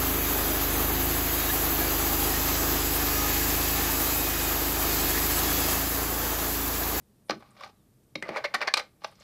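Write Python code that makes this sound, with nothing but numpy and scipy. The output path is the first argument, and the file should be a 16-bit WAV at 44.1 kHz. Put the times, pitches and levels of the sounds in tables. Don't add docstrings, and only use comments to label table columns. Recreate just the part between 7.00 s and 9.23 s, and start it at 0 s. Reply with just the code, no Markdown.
import sys
import numpy as np
from scipy import signal
from scipy.fft import rfft, irfft, next_fast_len
from scipy.io import wavfile

SR = 44100
rng = np.random.default_rng(int(sys.argv[2]) if len(sys.argv) > 2 else 0)


def natural_amplitude(level_db):
    exponent = np.asarray(level_db, float) / 20
    return 10 ** exponent


def generate_wav(signal):
    frames = np.transpose(np.atleast_2d(signal))
    scaled = np.clip(frames, -1, 1) * 32767
    pcm = np.round(scaled).astype(np.int16)
    wavfile.write(sys.argv[1], SR, pcm)


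N = 98475

# pitch in Hz, level in dB per Hz.
ROOM_TONE = [(25, -12), (70, -3), (140, -4), (300, -7.5), (800, -22.5), (2000, -30.5), (6000, -31.5),
             (10000, -30)]
# pitch in Hz, width in Hz, level in dB.
HUMS = [(128, 20, -71.5), (205.7, 28, -71.5)]
# start in seconds, level in dB.
THUDS = [
    (.297, -33.5),
    (.33, -45.5),
    (.358, -47.5),
    (1.226, -41),
    (1.154, -38),
    (1.291, -35),
    (1.543, -44.5),
    (1.741, -50.5),
]
# pitch in Hz, level in dB, time to fade by 60 dB in seconds.
BOARD = [(154.6, 0.5, 0.065), (228.6, 2.5, 0.06), (313, 1.5, 0.11), (388, -1, 0.097)]
# start in seconds, peak in dB, pitch in Hz.
FINGER_TICKS = [(.398, -62, 10300), (0.507, -55.5, 8150), (.675, -62, 8300), (1.033, -62.5, 7300),
                (2.037, -55, 10000), (2.072, -54.5, 10000), (2.112, -56.5, 9300), (2.154, -52.5, 5500),
                (2.199, -48, 6800)]
# time in seconds, pitch in Hz, level in dB.
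SQUEAK = [(.72, 3800, -92), (.76, 3950, -82), (.79, 3850, -80), (.82, 3450, -80), (.835, 3400, -100)]
# time in seconds, level in dB.
SWISH = [(.23, -90), (.27, -68), (.3, -75), (.33, -96)]
# start in seconds, level in dB.
SNAPS = [(0.608, -49), (.636, -58), (.646, -49), (.675, -60), (1.794, -36), (1.2254, -37.5), (1.29, -45.5),
         (1.361, -45), (1.372, -40.5), (1.544, -23), (1.618, -43.5), (1.7394, -18.5), (1.772, -26)]
# start in seconds, level in dB, pitch in Hz, length in seconds.
POCKETS = [(0.309, -33.5, 1180, .008), (.636, -39, 2250, .003), (1.157, -36, 550, .003),
           (1.29, -18.5, 603, 0.00068), (1.362, -26, 1010, 0.00087), (1.369, -39, 603, 0.0056),
           (1.7395, -23, 4470, .002), (1.7398, -23.5, 5220, 0.0022), (1.741, -25.5, 825, 0.0029),
           (1.742, -24, 2400, 0.0047), (2.044, -36, 1166, 0.0037), (2.046, -46, 833, .004),
           (2.048, -42, 660, 0.0062), (.297, -30, 584, 0.0098), (0.305, -30, 4600, .004),
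           (0.611, -47, 1150, 0.0028), (0.635, -44, 780, 0.0066), (0.661, -42.5, 820, 0.0068),
           (1.155, -33, 2214, 0.0048), (1.156, -30, 3780, 0.0033), (1.227, -28, 2045, 0.0066),
           (1.446, -28, 580, 0.009), (1.443, -25.5, 1950, .008), (1.444, -31, 4150, 0.0043),
           (1.543, -20.5, 1850, 0.0071), (1.544, -36.5, 4400, 0.007), (1.616, -34, 2240, 0.0098),
           (1.617, -32, 1708, .010), (1.675, -23, 4500, 0.0055), (1.678, -28, 1753, 0.014),
           (1.671, -32, 2450, 0.013), (1.769, -29.5, 1210, 0.0083), (1.771, -34.5, 4180, 0.0054),
           (1.794, -32, 2120, 0.0043), (0.294, -38, 5300, .002), (1.157, -34, 790, 0.0021),
           (1.156, -34, 4900, 0.0022), (1.226, -35, 760, .003), (1.449, -29.5, 2140, 0.014),
           (1.541, -31, 1500, .005), (1.7396, -25, 6200, .002)]
# pitch in Hz, level in dB, time to fade by 60 dB in seconds.
SHELL = [(485, -8, 0.015), (589.5, -1, 0.032), (827, -4.5, 0.034), (1179, -1.5, 0.031), (1523, -4.5, 0.023),
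         (1884, -3.5, 0.02), (2190, -3, 0.024), (2416, -4.5, 0.02), (2818, -8.5, 0.017), (3613, -6, 0.011),
         (4204, -5.5, 0.016), (4598, -7.5, 0.011), (5090, -7, 0.014), (5754, -9, 0.0085)]
# start in seconds, peak in dB, then body, rim and high modes in dB.
KNOCKS = [
    (.297, -14.5, 7, 2, 7),
    (.3075, -15, -4, 2, 6),
    (1.1555, -16, -3, -8.5, 3.5),
    (1.2255, -10, -9.5, -17, -15),
    (1.291, -15.5, 2.5, 1.5, -10),
    (1.309, -33, 15, -9, -28),
    (1.7395, -7, -7.5, 1.5, 10.5),
    (2.0465, -20, 0, 6.5, 0),
]
TAPS = [(.285, -50.5, 13, -7, 7.5), (.407, -53, 13, -3, 0), (.425, -40.5, 5, 10, -14),
        (.567, -47, 4.5, 8.5, 4), (.574, -58, -9, -4, 15), (.588, -57, 8, 4, 4),
        (.609, -42.5, 5, 18.5, 10.5), (.624, -51, 8, 1, 12), (.635, -29.5, -9.5, 4, 4),
        (.643, -42.5, 1, 4, 10), (.661, -43.5, 5, 12, 8), (.674, -54, 2, 0, 14), (.696, -49.5, 16, -1, 6)]
SKIDS = [(.313, -21.5, -2.5, 3.5, -7), (.329, -29.5, 3, -1, -8), (.345, -41, -6, -16, 1),
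         (1.283, -28.5, -16, -1, -4.5), (1.3605, -15.5, -15, -4, -12.5), (1.368, -14.5, 2.5, -10, -10.5),
         (1.441, -22.5, 2.5, 0.5, 3), (1.4445, -13, -9, -1.5, -5.5), (1.453, -16.5, -6.5, -5, -5),
         (1.540, -22.5, -4, -8, 6.5), (1.543, -11.5, -3, 4.5, -1), (1.547, -16.5, -7.5, -5, 1),
         (1.556, -26, 2, 3.5, 1), (1.607, -20.5, -9.5, -1.5, -6.5), (1.615, -10.5, -13.5, 0.5, -8),
         (1.625, -8, -14, -10.5, -12.5), (1.674, -19, -6.5, -4.5, 2.5), (1.678, -9.5, -11, 1, -5.5),
         (1.770, -18.5, -9.5, 6, 7.5), (1.7735, -17, 0, -1, 9.5), (1.790, -25.5, -2, 5, 0),
         (1.795, -17, -18, -6.5, 0.5), (1.808, -35, 2, 5, -8), (1.349, -19, -5, -6, -28),
         (1.379, -23, -11, 3, -7)]
GRABS = [(2.019, -47, 8.5, 7.5, 2), (2.038, -34.5, 4.5, 4.5, -5), (2.045, -19.5, 0, -14, 2.5),
         (2.066, -53, -17, -11, -6), (2.123, -52.5, 11, 12, 0), (2.191, -57.5, -5, 15, 10),
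         (2.208, -56, 14, -2, 14)]
# time in seconds, level in dB.
WOBBLE = [(.40, -61.5), (.44, -64.5), (.54, -72), (.6, -57.5), (.645, -53), (.7, -67.5), (.73, -82),
          (.8, -84), (.85, -97)]
# time in seconds, level in dB.
ROLL = [(1.2, -83), (1.236, -45), (1.328, -43.5), (1.373, -35), (1.409, -47), (1.5, -59.5), (1.53, -54.5),
        (1.599, -49.5), (1.625, -35.5), (1.66, -44.5), (1.732, -58), (1.789, -35), (1.83, -57.5),
        (1.87, -81)]
# time in seconds, level in dB.
HANDLING = [(2.0, -82.5), (2.03, -65), (2.08, -65.5), (2.14, -77.5), (2.19, -74.5), (2.23, -58)]

ROOM_TONE_DB = -64.5
ROOM_T60_S, ROOM_DB, WALL_CUT_HZ = 0.2, -25.5, 14700
MIC_LOW_HZ, TREBLE_END_HZ = 142, 16000
VALLEY_HZ, VALLEY_Q, VALLEY_SHARE = 3300, 2, 0.049
THUD_S, THUD_KICK_DB, BOARD_DB = 0.022, 19.5, -29.0
TICK_S, SWISH_HZ = 0.0077, 10000
SNAP_S, SNAP_HZ = 0.0027, 10000
POCKET_RING_S, POCKET_RING_SLOPE, POCKET_DB, POCKET_KICK_DB = 0.025, -0.38, -16.0, 13.5
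POCKET_HOLD = 0.29
STRIKE_DB, MODE_SCATTER_DB, CLICK_SCATTER_DB = -13.5, 1, 3.5
CHATTER_DB, CHATTER_LOSS_DB, KNOCK_CHATTER_DB, SKID_CHATTER_DB = -6, 7, -5.5, 3.5
KNOCK_CHATTER_S, TAP_CHATTER_S, SKID_CHATTER_S = 0.003267, 0.0051, 0.01
KNOCK_AIR_DB, TAP_AIR_DB, SKID_AIR_DB = -2, -9, 1
LEAD_S, LEAD_DB = 0.0017, -16.5
LOW_HZ, RIM_HZ, MID_HZ, HIGH_HZ = 586, 1230, 1850, 4620
TILT_DETUNE, SHELL_LOW_HZ, CONTACT_HZ = 0.037, 361, 7400
CRACK_DB, CRACK_S, CRACK_HZ = -6.5, 0.0041, 2460
AIR_DB, AIR_S, AIR_HZ = -22.5, 0.002, 9200
# body, rim and high modes in dB
WOBBLE_TONE, ROLL_TONE, HANDLING_TONE = (2.9, 8.2, 0), (4.2, -0.95, -12), (0, 1.7, 4.7)
ROLL_CLICKS_PER_S, ROLL_GRAIN_DB, ROLL_DB = 2200, 3.5, -22


def rms_one(x):
    return x / np.sqrt(np.mean(x ** 2) + 1e-20)


def at_hz(points, hz):
    table_hz, value = np.array(points).T
    return np.interp(np.log(hz), np.log(table_hz), value)


def ring(clicks, hz, t60):
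    r, w = natural_amplitude(-60 / (t60 * SR)), 2 * np.pi * hz / SR
    return signal.lfilter([0, np.sin(w)], [1, -2 * r * np.cos(w), r * r], clicks + 1e-18)


def band(x, low_hz, high_hz):
    return signal.sosfilt(signal.butter(2, [low_hz, high_hz], "band", fs=SR, output="sos"), x)


def place(s, size):
    out = np.zeros(N)
    where = np.clip((s * SR).astype(int), 0, N - 1)
    np.add.at(out, where.ravel(), size.ravel())
    return out


def burst(clicks, decay_s):
    r = np.exp(-1 / (decay_s * SR))
    return signal.lfilter([1], [1, -r], np.abs(clicks) + 1e-18) * rng.standard_normal(N)


def level_curve(points, before_db, after_db):
    s, db = np.transpose(points)
    return natural_amplitude(np.interp(np.arange(N) / SR, s, db, left=before_db, right=after_db))


def room_tone():
    white = rng.standard_normal((2, N + SR))
    edges = 20 * 2 ** np.arange(0, 10, .5)
    hiss = np.zeros(N)
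    for k, (low, high) in enumerate(zip(edges, edges[1:])):
        hiss += natural_amplitude(at_hz(ROOM_TONE, np.sqrt(low * high))) * band(white[k % 2], low, high)[SR:]
    hums = np.zeros(N)
    for hz, wide, db in HUMS:
        hum = band(rng.standard_normal(N + SR), hz - wide / 2, hz + wide / 2)[SR:]
        hums += natural_amplitude(db) * rms_one(hum)
    return natural_amplitude(ROOM_TONE_DB) * rms_one(hiss) + hums


def room(x):
    size = next_fast_len(N + SR)
    w = 2 * np.pi * np.arange(size // 2 + 1) / size
    dull = 1 / (1 + 1j * w * SR / (2 * np.pi * WALL_CUT_HZ))
    echo = 0
    for k, lag in enumerate(rng.uniform(.008, .05, size=40) * SR):
        loop = natural_amplitude(-60 * lag / SR / ROOM_T60_S) * dull * np.exp(-1j * w * lag)
        echo = echo + (-1) ** k * loop / (1 - loop)
    return irfft(rfft(x, size) * echo, size)[:N]


def board():
    s, db = np.transpose(THUDS)
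    kicks = place(s, natural_amplitude(db))
    out = np.zeros(N)
    for hz, mode_db, t60 in BOARD:
        push = natural_amplitude(THUD_KICK_DB) * kicks + burst(kicks, THUD_S)
        out += natural_amplitude(mode_db + BOARD_DB) * ring(push, hz, t60)
    return out


def fingers():
    ticks = np.zeros(N)
    for start, peak_db, tick_hz in FINGER_TICKS:
        puff = burst(place(np.array(start), natural_amplitude(peak_db)), TICK_S)
        ticks += band(puff, .85 * tick_hz, 1.2 * tick_hz)
    s, hz, db = np.transpose(SQUEAK)
    pitch = np.interp(np.arange(N) / SR, s, hz)
    waver = 1 + .3 * rms_one(band(rng.standard_normal(N), 10, 60))
    loudness = level_curve(np.transpose([s, db]), -140, -140)
    squeak = loudness * waver * np.sin(2 * np.pi * np.cumsum(pitch) / SR)
    hair = rms_one(band(rng.standard_normal(N), 0.86 * SWISH_HZ, 1.1 * SWISH_HZ))
    return ticks + squeak + level_curve(SWISH, -140, -140) * hair


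def snaps():
    s, db = np.transpose(SNAPS)
    return band(burst(place(s, natural_amplitude(db)), SNAP_S), 0.51 * SNAP_HZ, 1.0 * SNAP_HZ)


def pockets():
    out = np.zeros(N)
    for s, db, hz, length in POCKETS:
        kick = place(np.array(s), natural_amplitude(db + POCKET_DB))
        blow = natural_amplitude(POCKET_KICK_DB) * kick + burst(kick, length)
        t60 = POCKET_RING_S * (hz / 1000) ** POCKET_RING_SLOPE * (200 * length) ** POCKET_HOLD
        out += ring(blow, hz, t60)
    return out


def rolling_grains():
    t = np.arange(N) / SR
    rolling = sum(level_curve(c, -120, c[-1][1]) for c in (WOBBLE, ROLL, HANDLING))
    stage = np.searchsorted([ROLL[0][0], HANDLING[0][0]], t)
    tone = np.array([WOBBLE_TONE, ROLL_TONE, HANDLING_TONE])[stage].T
    born = rng.random(N) < ROLL_CLICKS_PER_S / SR
    bumps = natural_amplitude(ROLL_GRAIN_DB * np.minimum(rng.exponential(1, N), 4))
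    return rms_one(born * bumps) * rolling * natural_amplitude(ROLL_DB), tone


def strikes(count=7):
    kinds = [(KNOCKS, KNOCK_CHATTER_S, KNOCK_AIR_DB), (TAPS + GRABS, TAP_CHATTER_S, TAP_AIR_DB),
             (SKIDS, SKID_CHATTER_S, SKID_AIR_DB)]
    rows = [(*row, chatter_s, air_db) for table, chatter_s, air_db in kinds for row in table]
    s, db, low_db, rim_db, high_db, chatter, air_db = np.transpose(rows)[:, :, None]
    knock = chatter == KNOCK_CHATTER_S
    k = np.arange(count) - 1
    after = (k + rng.random((len(s), count)) * (k > 0)) / (count - 1)
    times = s + np.where(k < 0, -LEAD_S, chatter * after)
    chatter_db = CHATTER_DB + KNOCK_CHATTER_DB * knock + SKID_CHATTER_DB * (chatter == SKID_CHATTER_S)
    chatter_db = (chatter_db - CHATTER_LOSS_DB * after) * (k > 0)
    size_db = db + STRIKE_DB + np.where(k < 0, LEAD_DB, chatter_db)
    return times, size_db, (low_db, rim_db, high_db), air_db, knock


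def disc():
    times, size_db, (low_db, rim_db, high_db), air_db, knock = strikes()
    grains, tone = rolling_grains()
    out = np.zeros(N)
    for hz, mode_db, t60 in SHELL:
        low, rim, _, high = [at_hz(list(zip((LOW_HZ, RIM_HZ, MID_HZ, HIGH_HZ), row)), hz) for row in np.eye(4)]
        chance_db = MODE_SCATTER_DB * rng.standard_normal(knock.shape)
        chance_db = chance_db + CLICK_SCATTER_DB * rng.standard_normal(times.shape)
        gain = natural_amplitude(size_db + low * low_db + rim * rim_db + high * high_db + chance_db)
        hits = gain * rng.choice([-1, 1], times.shape)
        rub = grains * rng.choice([-1, 1], N) * natural_amplitude(low * tone[0] + rim * tone[1] + high * tone[2])
        side = np.where(knock, 1, rng.integers(0, 3, knock.shape))
        grain_side = rng.integers(0, 3, N)
        for lean in range(3):
            clicks = place(times, hits * (side == lean)) + rub * (grain_side == lean)
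            out += natural_amplitude(mode_db) * ring(clicks, hz * (1 + TILT_DETUNE * (lean - 1)), t60)
    bright = grains * natural_amplitude(tone[2])
    crack = burst(place(times, natural_amplitude(size_db + high_db)) + bright, CRACK_S)
    crack = natural_amplitude(CRACK_DB) * band(crack, 1.08 * CRACK_HZ, 2.084 * CRACK_HZ)
    air = burst(place(times, natural_amplitude(size_db + 0.95 * high_db + air_db)) + bright, AIR_S)
    air = natural_amplitude(AIR_DB) * band(air, 0.71 * AIR_HZ, 1.55 * AIR_HZ)
    return band(out + crack + pockets(), SHELL_LOW_HZ, CONTACT_HZ) + air


def scene():
    shell = disc()
    valley = signal.lfilter(*signal.iirpeak(VALLEY_HZ, VALLEY_Q, fs=SR), shell)
    near = shell - VALLEY_SHARE * valley + snaps() + board() + fingers()
    near = signal.sosfilt(signal.butter(2, MIC_LOW_HZ, "high", fs=SR, output="sos"), near)
    return (near + natural_amplitude(ROOM_DB) * room(near) + room_tone())[None]


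def top_cut(x):
    return signal.sosfilt(signal.butter(12, 15670, fs=SR, output="sos"), x)


def record(dry):
    cut = signal.cheby2(12, 60, TREBLE_END_HZ, fs=SR, output="sos")
    mix = signal.sosfilt(cut, dry)
    return top_cut(mix)


dry = scene()
out = record(dry)
generate_wav(out)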